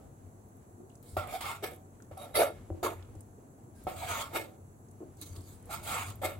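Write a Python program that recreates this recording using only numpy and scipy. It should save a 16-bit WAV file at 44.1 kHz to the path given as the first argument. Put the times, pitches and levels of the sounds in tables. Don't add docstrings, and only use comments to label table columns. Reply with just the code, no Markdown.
import sys
import numpy as np
from scipy import signal
from scipy.fft import rfft, irfft
from scipy.io import wavfile
from scipy.ndimage import uniform_filter1d

SR = 44100
rng = np.random.default_rng(int(sys.argv[2]) if len(sys.argv) > 2 else 0)


def gain_from_decibels(decibels):
    exponent = np.asarray(decibels, float) / 20
    return 10 ** exponent


def file_out(sig):
    cols = np.atleast_2d(sig).T
    lim = np.clip(cols, -1, 1)
    pcm = np.round(lim * 32767).astype(np.int16)
    wavfile.write(sys.argv[1], SR, pcm)


N = 281799
HZ = np.maximum(np.arange(N // 2 + 1) * SR / N, 1)
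TIME = np.arange(N) / SR
# frequency in Hz, left-right likeness (-1 to 1).
ALIKE_NEAR = [(30, .7), (70, .95), (400, .88), (900, .7), (2000, .55), (6000, .1), (15000, 0)]


def rms_one(x):
    return x / np.sqrt(np.mean(x ** 2) + 1e-20)


def at_hz(points, hz):
    table_hz, values = np.array(points).T
    return np.interp(np.log(hz), np.log(table_hz), values)


def colour(x, spectrum):
    return irfft(rfft(x) * gain_from_decibels(at_hz(spectrum, HZ)), N)


def drift(rate):
    knots = rng.standard_normal(2000)
    return np.interp(TIME * rate, np.arange(2000), knots) * 1.22


def pair(a, b, alike, lag_s):
    share = np.clip(at_hz(alike, HZ), -.99, .99)
    turn = np.exp(-2j * np.pi * HZ * lag_s / (1 + (HZ / 1700) ** 4))
    mid = rfft(a) * np.sqrt(1 + share)
    side = rfft(b) * np.sqrt(1 - share)
    return irfft(np.array([mid * turn + side, mid - side]), N) / np.sqrt(2)


def resonate(x, hz, width_hz):
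    r = np.exp(-np.pi * width_hz / SR)
    top = np.array([1, 0, -1]) * (1 - r * r) / 2
    return signal.lfilter(top, [1, -2 * r * np.cos(2 * np.pi * hz / SR), r * r], x)


def ring(clicks, hz, t60):
    r = gain_from_decibels(-60 / (t60 * SR))
    w = 2 * np.pi * hz / SR
    return signal.lfilter([0, np.sin(w)], [1, -2 * r * np.cos(w), r * r], clicks + 1e-18)


def modes(x, mode_table, patchy_db, weight=lambda hz: 1):
    out, power = 0, 1e-9
    for k, (hz, width_hz, level_db) in enumerate(mode_table):
        gain = gain_from_decibels(level_db) * weight(hz)
        swell = gain_from_decibels(patchy_db * drift(22))
        out = out + (-1) ** k * gain * swell * rms_one(resonate(x, hz, width_hz))
        power = power + gain ** 2
    return out / np.sqrt(power)


def background(spectrum, level_db):
    # frequency in Hz, left-right likeness (-1 to 1).
    alike_far = [(60, 0.64), (150, 0.99), (380, 0.82), (950, -0.44), (2380, -0.43), (5980, -0.061),
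                 (15000, 0.081)]
    noise = pair(*rng.standard_normal((2, N)), alike_far, 0)
    return gain_from_decibels(level_db) * rms_one(colour(noise, spectrum))


def room_rumble():
    # frequency in Hz, spectral level in dB per Hz.
    rumble_spectrum = [(18, -74.5), (30, -15), (65, -18.5), (97, -5.5), (151, -7), (167, -13.5), (210, -10),
                       (245, -10), (472, -16.5), (520, -21), (707, -18), (1500, -32.5), (3000, -50),
                       (3900, -87), (6600, -120)]
    return background(rumble_spectrum, level_db=-55.5)


def microphone_hiss():
    # frequency in Hz, spectral level in dB per Hz.
    hiss_spectrum = [(1470, -36), (2500, -24.5), (4360, -10.5), (5160, -20), (5980, -4.5), (6710, -1.5),
                     (7350, -2), (7770, 3.5), (8200, -4.5), (9210, -9), (10100, -3.5), (10600, 1),
                     (11400, -5), (13000, -12.5), (15800, -6.5)]
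    return background(hiss_spectrum, level_db=-69.5)


def room(x):
    out = []
    t60 = 0.7 / np.sqrt(1 + (HZ / 1820) ** 2)
    for side, lags in zip(x, rng.uniform(0.018, 0.029, (2, 4))):
        loops = [gain_from_decibels(-60 * lag / t60) * np.exp(-2j * np.pi * HZ * lag) for lag in lags]
        response = sum(g / (1 - g) for g in loops)
        out.append(irfft(rfft(side) * response, N))
    return np.array(out)


def table():
    # time in seconds, level in dB.
    shaking = [(0.0, -54), (0.5, -63.5), (0.98, -64.5), (1.23, -50.5), (1.96, -62), (2.47, -53.5),
               (3.15, -54.5), (3.35, -64), (3.56, -64.5), (3.98, -52), (4.82, -63), (5.61, -53),
               (6.03, -47), (6.39, -51)]
    # frequency in Hz, width in Hz, level in dB.
    table_modes = [(57.8, 56, 0.5), (92.3, 4, 4), (103, 3.8, -1.5)]
    # start in seconds, peak in dB, pitch in Hz.
    thumps = [(1.132, -36.5, 89), (1.176, -31, 91.7), (2.119, -42, 100), (2.36, -45.5, 92),
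              (2.713, -28.5, 90.3), (2.836, -40, 97), (3.165, -37.5, 95.5), (3.873, -40.5, 90),
              (4.108, -41, 93), (5.312, -38.5, 92), (5.378, -35.5, 92), (5.91, -40, 85)]
    shake = pair(*rng.standard_normal((2, N)), ALIKE_NEAR, 0)
    shake_db = np.interp(TIME, *np.transpose(shaking)) + 2.5
    hum = gain_from_decibels(shake_db) * modes(shake, table_modes, patchy_db=-2.0)
    push = np.zeros(N + 20000)
    click = np.arange(20000) == 0
    for s, peak_db, hz in thumps:
        at = int(s * SR)
        push[at:at + len(click)] += gain_from_decibels(peak_db + 1.0) * ring(click, hz, 0.23)
    return hum + signal.lfilter([.015], [1, -.985], push[:N])


def ticks():
    # start in seconds, peak in dB, pitch in Hz, left-right balance in dB.
    tick_events = [(0.4853, -58, 10800, -1), (0.5681, -57, 12000, -3.5), (0.8954, -58, 7400, 2),
                   (0.9535, -46, 7560, -1), (1.027, -47, 14200, 13), (1.273, -39.5, 12000, -4.0),
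                   (1.666, -37, 10600, 2), (1.712, -47.5, 13950, 3), (4.438, -51, 10000, 0),
                   (1.151, -52, 13000, 0), (1.733, -45, 8200, 0), (1.745, -43, 11500, 0),
                   (1.761, -47, 11500, 1), (2.0225, -48.5, 7050, -2), (2.1765, -39.5, 10000, -3),
                   (2.3565, -22.5, 3660, 0), (2.37, -28, 3200, 5), (1.6366, -40, 2470, -5),
                   (1.647, -47, 2200, -10), (2.002, -50.5, 1490, 5), (3.87, -54.5, 1310, 7),
                   (3.025, -53, 3160, -7), (3.1522, -53, 7900, -1), (3.207, -40.5, 9500, 0),
                   (3.838, -47, 11500, 4), (4.885, -55, 7940, -3), (4.912, -51.5, 8950, 1),
                   (5.1702, -47, 7800, -1), (5.214, -31, 10300, -3), (5.362, -46, 4870, 3),
                   (5.407, -50.5, 4640, -4), (5.4156, -48, 7900, -2.0), (5.6256, -51, 9500, -1),
                   (5.656, -45, 9450, 2), (5.665, -54, 14500, 0), (5.409, -49, 11500, 0),
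                   (6.102, -37, 8150, 5.5), (6.101, -42, 13500, 0), (0.9, -59, 2700, -2),
                   (0.915, -65, 3500, 0), (6.1558, -41, 12900, 1), (6.308, -39, 14840, 6)]
    out = np.zeros((2, N + 800))
    decay = gain_from_decibels(-60 * np.arange(800) / SR / 0.0314)
    puffs = rng.standard_normal((len(tick_events), 2, 800))
    for (s, peak_db, hz, pan_db), puff in zip(tick_events, puffs):
        width_hz = 0.48 * hz
        burst = resonate(resonate(puff * decay, hz, width_hz), hz, width_hz)
        level_db = peak_db + np.array([[pan_db], [-pan_db]]) / 2
        at = int(s * SR)
        out[:, at:at + 800] += burst / np.abs(burst).max() * gain_from_decibels(level_db)
    return out[:, :N]


def squeaks():
    # centre in seconds, length in seconds, level in dB, pitch in Hz.
    squeak_events = [(2.362, .012, -32, 10550), (2.362, .03, -41, 3830), (2.362, .02, -36, 2060),
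                     (2.427, .02, -36, 1520), (4.015, .04, -60, 7800), (4.081, .02, -49, 1650),
                     (4.123, .022, -46, 2190), (5.734, .022, -51, 12200), (5.74, .02, -44, 1350),
                     (5.885, .03, -56, 10650), (5.953, .02, -42, 7700), (5.954, .035, -55, 12300),
                     (1.449, .016, -41, 1180), (2.255, .04, -58, 1340), (1.358, .035, -41, 770),
                     (4.028, .016, -41, 920), (3.78, .07, -73, 1600), (1.488, .045, -44, 1220),
                     (4.225, .05, -49, 1350), (5.96, .04, -44, 760), (4.377, .024, -47, 3700),
                     (0.812, .035, -54, 340), (3.385, .018, -55, 430), (2.416, .04, -30, 565),
                     (1.088, .02, -70, 4500), (5.33, .05, -70, 4600), (5.47, .05, -73, 4550),
                     (4.008, .015, -52, 4000), (2.22, .07, -58, 3800), (1.638, .02, -38, 400),
                     (4.37, .04, -47, 12200)]
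    out = np.zeros((2, N + 4000))
    noise = rng.standard_normal((len(squeak_events), 2, 4000))
    for (s, length_s, level_db, hz), (shared, own) in zip(squeak_events, noise):
        width_hz = 50 + .025 * hz
        source = shared + .4 * own * [[1], [-1]]
        tone = resonate(resonate(source, hz, width_hz), hz, width_hz)
        swell = np.exp(-(np.arange(-2000, 2000) / SR / length_s * 2) ** 2)
        at = int(s * SR) - 2000
        out[:, at:at + 4000] += gain_from_decibels(level_db) * rms_one(tone * swell) * np.sqrt(np.mean(swell ** 2))
    return out[:, :N]


def knocks():
    # start in seconds, peak in dB, brightness in dB per octave.
    blows = [(0.54, -75, -7), (1.166, -27.5, 16), (2.111, -46, -1), (2.702, -34.5, -10),
             (3.151, -49.5, -11), (3.42, -65, -18), (3.683, -63, -11), (3.868, -25.5, 11.5),
             (5.015, -61.5, -20), (1.411, -48, 6), (1.636, -33, 8.5), (4.343, -35, 1), (4.352, -30.5, -1),
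             (5.703, -46, -6), (6.222, -41, 13), (6.233, -26, 17), (6.244, -26.5, 0)]
    # frequency in Hz, level in dB, t60 in seconds.
    struck_modes = [(300, 3.5, 0.074), (350, 9.5, 0.037), (480, -3, 0.084), (560, 13.5, 0.022),
                    (631, -7.5, 0.26), (745.6, 2.5, 0.11), (1003, -43.5, 0.032), (1135, -40, 0.074),
                    (1315, -12, 0.057), (2200, -75, .05)]
    s, peak_db, tilt_db = np.transpose(blows)
    at = (s * SR).astype(int) + 30
    out = np.zeros((2, N))
    luck_db = rng.normal(0, 1.4, (len(at), len(struck_modes), 2))
    for k, (hz, level_db, t60) in enumerate(struck_modes):
        clicks = np.zeros((2, N))
        strength_db = peak_db + level_db - 12.0 + tilt_db * np.log2(hz / 600) + luck_db[:, k].T
        clicks[:, at] = (-1) ** k * gain_from_decibels(strength_db)
        out += ring(clicks, hz, t60)
    return signal.lfilter(np.hanning(22) / 10.5, [1], out)


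def grains(per_s, spread_db):
    sizes_db = spread_db * np.minimum(rng.exponential(1, (2, N)), 4)
    sizes = gain_from_decibels(sizes_db) * rng.choice([-1, 1], (2, N))
    a, b = sizes * (rng.random((2, N)) < per_s / SR)
    crowd_db = [np.interp(HZ / 60, np.arange(500), row) for row in rng.normal(0, 4.5, (4, 500))]
    crowd = gain_from_decibels(np.reshape(crowd_db, (2, 2, -1)))
    here, there = irfft(rfft(pair(a, b, ALIKE_NEAR, lag_s=-.00017)) * crowd, N)
    slide = np.clip(.5 + .7 * drift(14), 0, 1)
    return here * slide + there * (1 - slide)


def board_echo(x, share, notch_hz):
    step = np.arange(N)
    lag = SR / 2 / (notch_hz * gain_from_decibels(.4 * drift(4)))
    return np.array([side + share * np.interp(step - lag, step, side) for side in x])


def patches(x, patchy_db):
    spectrum = rfft(x)
    centres = np.log2(np.geomspace(2000, 16000, num=10))
    shares = [np.interp(np.log2(HZ), centres, row) for row in np.eye(len(centres))]
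    return sum(irfft(spectrum * share, N) * gain_from_decibels(patchy_db * drift(18)) for share in shares)


def blade_notch(x):
    # time in seconds, cancelled frequency in Hz.
    notch_path = [(1.17, 6100), (1.36, 6350), (1.43, 5670), (1.52, 6170), (1.65, 6500), (2.35, 6530),
                  (2.42, 6950), (2.85, 5330), (3.88, 6100), (4.0, 5440), (4.19, 5400), (4.26, 6300),
                  (4.38, 6150), (5.3, 5420), (5.7, 5800), (6.3, 5600)]
    notch_hz = np.interp(TIME, *np.transpose(notch_path))
    turn = np.exp(2j * np.pi * np.cumsum(notch_hz) / SR)
    r = np.exp(-2 * np.pi * 330 / SR)
    band = np.real(signal.lfilter([1 - r], [1, -r], x / turn) * turn)
    depth = .97 * np.clip(1.6 + 0.23 * drift(11), 0, 1)
    return x - 2 * depth * band


def envelope(after, rise_s, hold_s, kind):
    knee_s = rise_s + hold_s + kind["knee_db"] / kind["fall_db_s"]
    times = [0, rise_s, rise_s + hold_s, knee_s, knee_s + 1]
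    levels_db = [-kind["from_db"], 0, 0, -kind["knee_db"], -kind["knee_db"] - kind["tail_db_s"]]
    return np.interp(after, times, levels_db)


def stroke_controls():
    cut_kinds = dict( land=dict(from_db=20, fall_db_s=238, knee_db=5, tail_db_s=122, boom_db=-3.5, hiss_db=-7.5, touch_db=15.5, lead=0.098, give=0.31, hiss_db_s=-28.5, boom_db_s=-5.5, glide_oct_s=-0.69, upper_db=-0.5, bright_db=1, tip_db=-17, heel_db=-48),
                 push=dict(from_db=13.5, fall_db_s=348, knee_db=-8, tail_db_s=250, boom_db=-3, hiss_db=-5, touch_db=6, lead=0.04, give=0.037, hiss_db_s=-25, boom_db_s=-12, glide_oct_s=-.3, upper_db=2.5, bright_db=3, tip_db=-8, heel_db=-29),
                 draw=dict(from_db=22.5, fall_db_s=171, knee_db=8, tail_db_s=212, boom_db=-11.5, hiss_db=-4, touch_db=0, lead=0.22, give=0.48, hiss_db_s=-19.5, boom_db_s=-17.5, glide_oct_s=0.071, upper_db=-0.5, bright_db=2, tip_db=-21, heel_db=-28),
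                 flick=dict(from_db=17, fall_db_s=473, knee_db=7.5, tail_db_s=212, boom_db=-2, hiss_db=-6, touch_db=8.5, lead=0.95, give=0.12, hiss_db_s=-6, boom_db_s=-4, glide_oct_s=-0.25, upper_db=0.5, bright_db=2, tip_db=-16, heel_db=-5),
                 tip=dict(from_db=17, fall_db_s=260, knee_db=18.5, tail_db_s=175, boom_db=6, hiss_db=-1.5, touch_db=1, lead=0.443, give=0.051, hiss_db_s=-50.5, boom_db_s=5, glide_oct_s=-0.16, upper_db=1.5, bright_db=3, tip_db=0, heel_db=-37),
                 saw=dict(from_db=4.5, fall_db_s=397, knee_db=5.5, tail_db_s=126.5, boom_db=9, hiss_db=-7, touch_db=-2, lead=0.73, give=0.059, hiss_db_s=-13, boom_db_s=-5, glide_oct_s=-0.29, upper_db=2, bright_db=4.5, tip_db=-0.5, heel_db=-20.5),
                 sweep=dict(from_db=4.5, fall_db_s=230, knee_db=11, tail_db_s=152, boom_db=5, hiss_db=-5, touch_db=4, lead=.6, give=-0.19, hiss_db_s=-63, boom_db_s=-11, glide_oct_s=-2.5, upper_db=-5, bright_db=3.5, tip_db=-5, heel_db=-26))
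    light_kinds = dict( pat=dict(from_db=6, fall_db_s=258, knee_db=7, tail_db_s=200, boom_db=45, hiss_db=-26, upper_db=-1, bright_db=.1, tip_db=-21, heel_db=-21),
                   nudge=dict(from_db=19, fall_db_s=232, knee_db=23, tail_db_s=300, boom_db=11.5, hiss_db=1.5, upper_db=-6, bright_db=2.5, tip_db=-23, heel_db=-30),
                   slide=dict(from_db=12.5, fall_db_s=244, knee_db=25, tail_db_s=140, boom_db=1.5, hiss_db=6, upper_db=12.5, boom_db_s=3, bright_db=6.5, tip_db=-28, heel_db=-40))
    still = dict(touch_db=0, lead=0, give=0, hiss_db_s=0, boom_db_s=0, glide_oct_s=0)
    # start, rise and hold in seconds, peak in dB, board centre in Hz.
    cuts = dict( land=[(1.166, 0.0022, 0.013, -35, 725), (2.112, 0.0011, 0.0027, -53.5, 590),
            (3.866, 0.0058, 0.011, -41, 790)], push=[(1.27, 0.073, 0.0049, -40, 760),
            (3.96, 0.074, 0.0066, -41, 814)], draw=[(1.404, 0.0063, 0.1, -37.5, 915),
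            (4.04, 0.048, 0.12, -35.5, 700), (5.692, 0.017, .01, -41.5, 800), (5.7, 0.033, 0.011, -42, 700),
            (5.815, 0.12, 0.087, -34.5, 820)], flick=[(1.625, 0.016, 0.0043, -35, 456),
            (4.335, 0.031, 0.005, -31.5, 492), (6.216, 0.038, 0.0039, -30.5, 560)],
            saw=[(2.172, 0.055, 0.03, -50.5, 657)], tip=[(2.341, 0.013, 0.079, -32, 581)],
            sweep=[(2.829, 0.0051, 0.048, -36.5, 494)])
    # start, rise and hold in seconds, peak in dB, board centre in Hz.
    handling = dict( pat=[(.77, 0.039, .004, -96, 336), (3.125, 0.029, 0.0046, -102, 315),
                (3.39, 0.011, 0.0044, -101, 440), (3.66, 0.018, .004, -101, 330),
                (5.005, 0.014, 0.0038, -87.5, 383)], nudge=[(1.97, 0.054, 0.0036, -74, 357),
                (4.3, 0.04, 0.006, -52, 456), (5.3, 0.059, 0.0044, -59.5, 316),
                (5.65, 0.045, .004, -62.5, 360)], slide=[(1.025, 0.0018, 0.16, -72, 405),
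                (3.17, 0.021, .004, -82.5, 506), (3.75, 0.0036, .115, -75.5, 422),
                (3.875, 0.0092, .015, -52.5, 750), (4.17, 0.038, 0.032, -57, 750),
                (5.165, 0.055, .004, -68, 600), (5.211, 0.006, 0.0096, -55, 308),
                (5.25, 0.016, 0.1, -66, 302), (5.38, 0.11, 0.045, -68, 308), (5.56, 0.036, 0.12, -90, 400),
                (5.83, 0.055, 0.035, -47, 750), (6.05, 0.013, 0.04, -57.5, 700)])
    reach = dict(tip=-60, sweep=-14, flick=-40)
    power, grip = np.zeros((3, N)), np.zeros((6, N))
    firmest_db, centre_hz = np.full(N, -200.), np.full(N, 500.)
    for name, rows in {**cuts, **handling}.items():
        kind = cut_kinds.get(name) or {**still, **light_kinds[name]}
        for s, rise_s, hold_s, peak_db, hz in rows:
            on = slice(int(s * SR), int((s + .45) * SR))
            after = TIME[on] - s
            flat = 0 * after
            slack_db = envelope(after, rise_s, hold_s, kind)
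            press_db = peak_db + slack_db

            bite_s = rise_s * (1 - kind["lead"])
            bite = np.exp(-((after - bite_s) / 0.017) ** 2)
            boom_db = kind["boom_db"] + kind["touch_db"] * bite
            boom_db = boom_db + kind["boom_db_s"] * after - kind["give"] * slack_db
            hiss_db = kind["hiss_db"] + kind["hiss_db_s"] * after
            power[:, on] += gain_from_decibels(2 * (press_db + np.array([boom_db, flat, hiss_db])))

            leads = press_db > firmest_db[on]
            firmest_db[on] = np.maximum(firmest_db[on], press_db)
            sag_oct = .008 * slack_db * (after > rise_s)
            here_hz = hz * 2 ** (kind["glide_oct_s"] * (after - rise_s) + sag_oct)
            centre_hz[on] = np.where(leads, np.clip(here_hz, 290, 900), centre_hz[on])

            upper_db = kind["upper_db"] + 0.26 * (peak_db + 38)
            tip_db = np.minimum(kind["tip_db"] + 0.085 * slack_db, 3)
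            heel_db = np.minimum(kind["heel_db"] + 0.085 * slack_db, 3)
            thin, reach_db = float(name == "slide"), reach.get(name, -32)
            here = np.array([flat + upper_db, flat + kind["bright_db"], tip_db, heel_db,
                             flat + thin, flat + reach_db])
            grip[:, on] = np.where(leads, here, grip[:, on])
    gains = uniform_filter1d(np.sqrt(power), size=90)
    return gains, centre_hz, uniform_filter1d(grip, size=200)


def scrape():
    # frequency in Hz, width in Hz, level in dB.
    low_modes = [(290, 51, 5.5), (368.2, 16.8, 2.5), (421.4, 32.5, -3), (493, 104, 6.5), (517, 43, 0),
                 (571, 15, -4.5), (603.4, 14, 0.5), (627, 130, 6), (750, 28, 5), (813.5, 5.9, -0.5)]
    # frequency in Hz, width in Hz, level in dB.
    upper_modes = [(900, 43, 3), (1116, 170, 9), (1363, 150, 8), (1510, 70, -2.5), (1703, 120, 3.5),
                   (1994, 50, -4.5), (2177, 170, 5), (2920, 470, 3.5), (3200, 760, 4), (3720, 570, -1.5),
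                   (4410, 2300, -9.5)]
    # frequency in Hz, spectral level in dB per Hz.
    edge_spectrum = [(2000, -5), (3300, -4.5), (4500, -4), (6100, -1.5), (7600, -3.5), (9500, -11.5),
                     (12200, -13), (14000, -16.5), (15800, -11)]
    # frequency in Hz, width in Hz, level in dB.
    tip_modes = [(3690, 40, -6), (3840, 30, -5), (4530, 40, -11), (10570, 160, 0), (12750, 350, -5)]
    # frequency in Hz, width in Hz, level in dB.
    heel_modes = [(3700, 60, -8), (7700, 250, -2), (12200, 400, 0)]
    (boom, press, hiss), centre_hz, grip = stroke_controls()
    upper_db, bright_db, tip_db, heel_db, thin, reach_db = grip
    rough = gain_from_decibels(1.0 * drift(60) + 0.5 * drift(250))
    coarse = grains(2500, spread_db=2.5)
    fine = grains(9000, spread_db=3.0)

    def near_contact(hz):
        return gain_from_decibels(reach_db * np.log2(hz / centre_hz) ** 2)

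    def upper_tilt(hz):
        return gain_from_decibels(upper_db * np.log2(hz / 1500))

    low = modes(coarse, low_modes, patchy_db=3.5, weight=near_contact)
    low = signal.sosfilt(signal.butter(2, [270, 1150], "band", fs=SR, output="sos"), low)
    upper = modes(coarse, upper_modes, patchy_db=2.0, weight=upper_tilt)
    missed = np.clip((centre_hz - 570) / 100, .15, .92)
    upper = upper - missed * resonate(upper, 1750, 450)

    air = board_echo(colour_pair(fine, edge_spectrum), share=.6, notch_hz=6100)
    air = rms_one(patches(air, patchy_db=2.5))
    dull = signal.sosfilt(signal.butter(2, 7000, fs=SR, output="sos"), air)
    bright = air - dull
    air = dull * gain_from_decibels(-bright_db + 1.2 * drift(25)) + bright * gain_from_decibels(bright_db + 1.2 * drift(25))
    thin_air = signal.sosfilt(signal.butter(6, 3500, "high", fs=SR, output="sos"), air)
    air = air + thin * (thin_air - air)

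    tip = gain_from_decibels(tip_db) * modes(fine, tip_modes, patchy_db=2.5)
    heel = gain_from_decibels(heel_db) * modes(fine, heel_modes, patchy_db=3.0)
    board = boom * low + blade_notch(press * upper + hiss * air)
    return rough * (board + hiss * (tip + heel))


def colour_pair(x, spectrum):
    return colour(x, spectrum)


def scene():
    blows = knocks() + ticks()
    fade = np.clip((TIME[-1] - TIME) / .25, 0, 1)
    echoes = gain_from_decibels(-11.5) * room(blows * fade)
    floor = room_rumble() + microphone_hiss()
    return floor + table() + blows + echoes + squeaks() + scrape()


def low_pass(x):
    return signal.sosfilt(signal.butter(12, 16970, fs=SR, output="sos"), x)


def record(dry):
    # frequency in Hz, left-right balance in dB.
    mic_balance = [(60, 2.5), (250, 1), (900, -1), (1500, 0.5), (4500, -1), (6000, -5), (7800, 1.5),
                   (9500, -1), (12000, -7), (14000, -3), (15800, -6.5)]
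    # frequency in Hz, response in dB.
    range_response = [(20, -12), (45, 0), (15800, 0), (15950, -60)]
    half_db = at_hz(mic_balance, HZ) / 2
    colours = gain_from_decibels(at_hz(range_response, HZ) + np.array([half_db, -half_db]))
    mix = irfft(rfft(dry) * colours, N)
    return low_pass(mix)


dry = scene()
out = record(dry)
file_out(out)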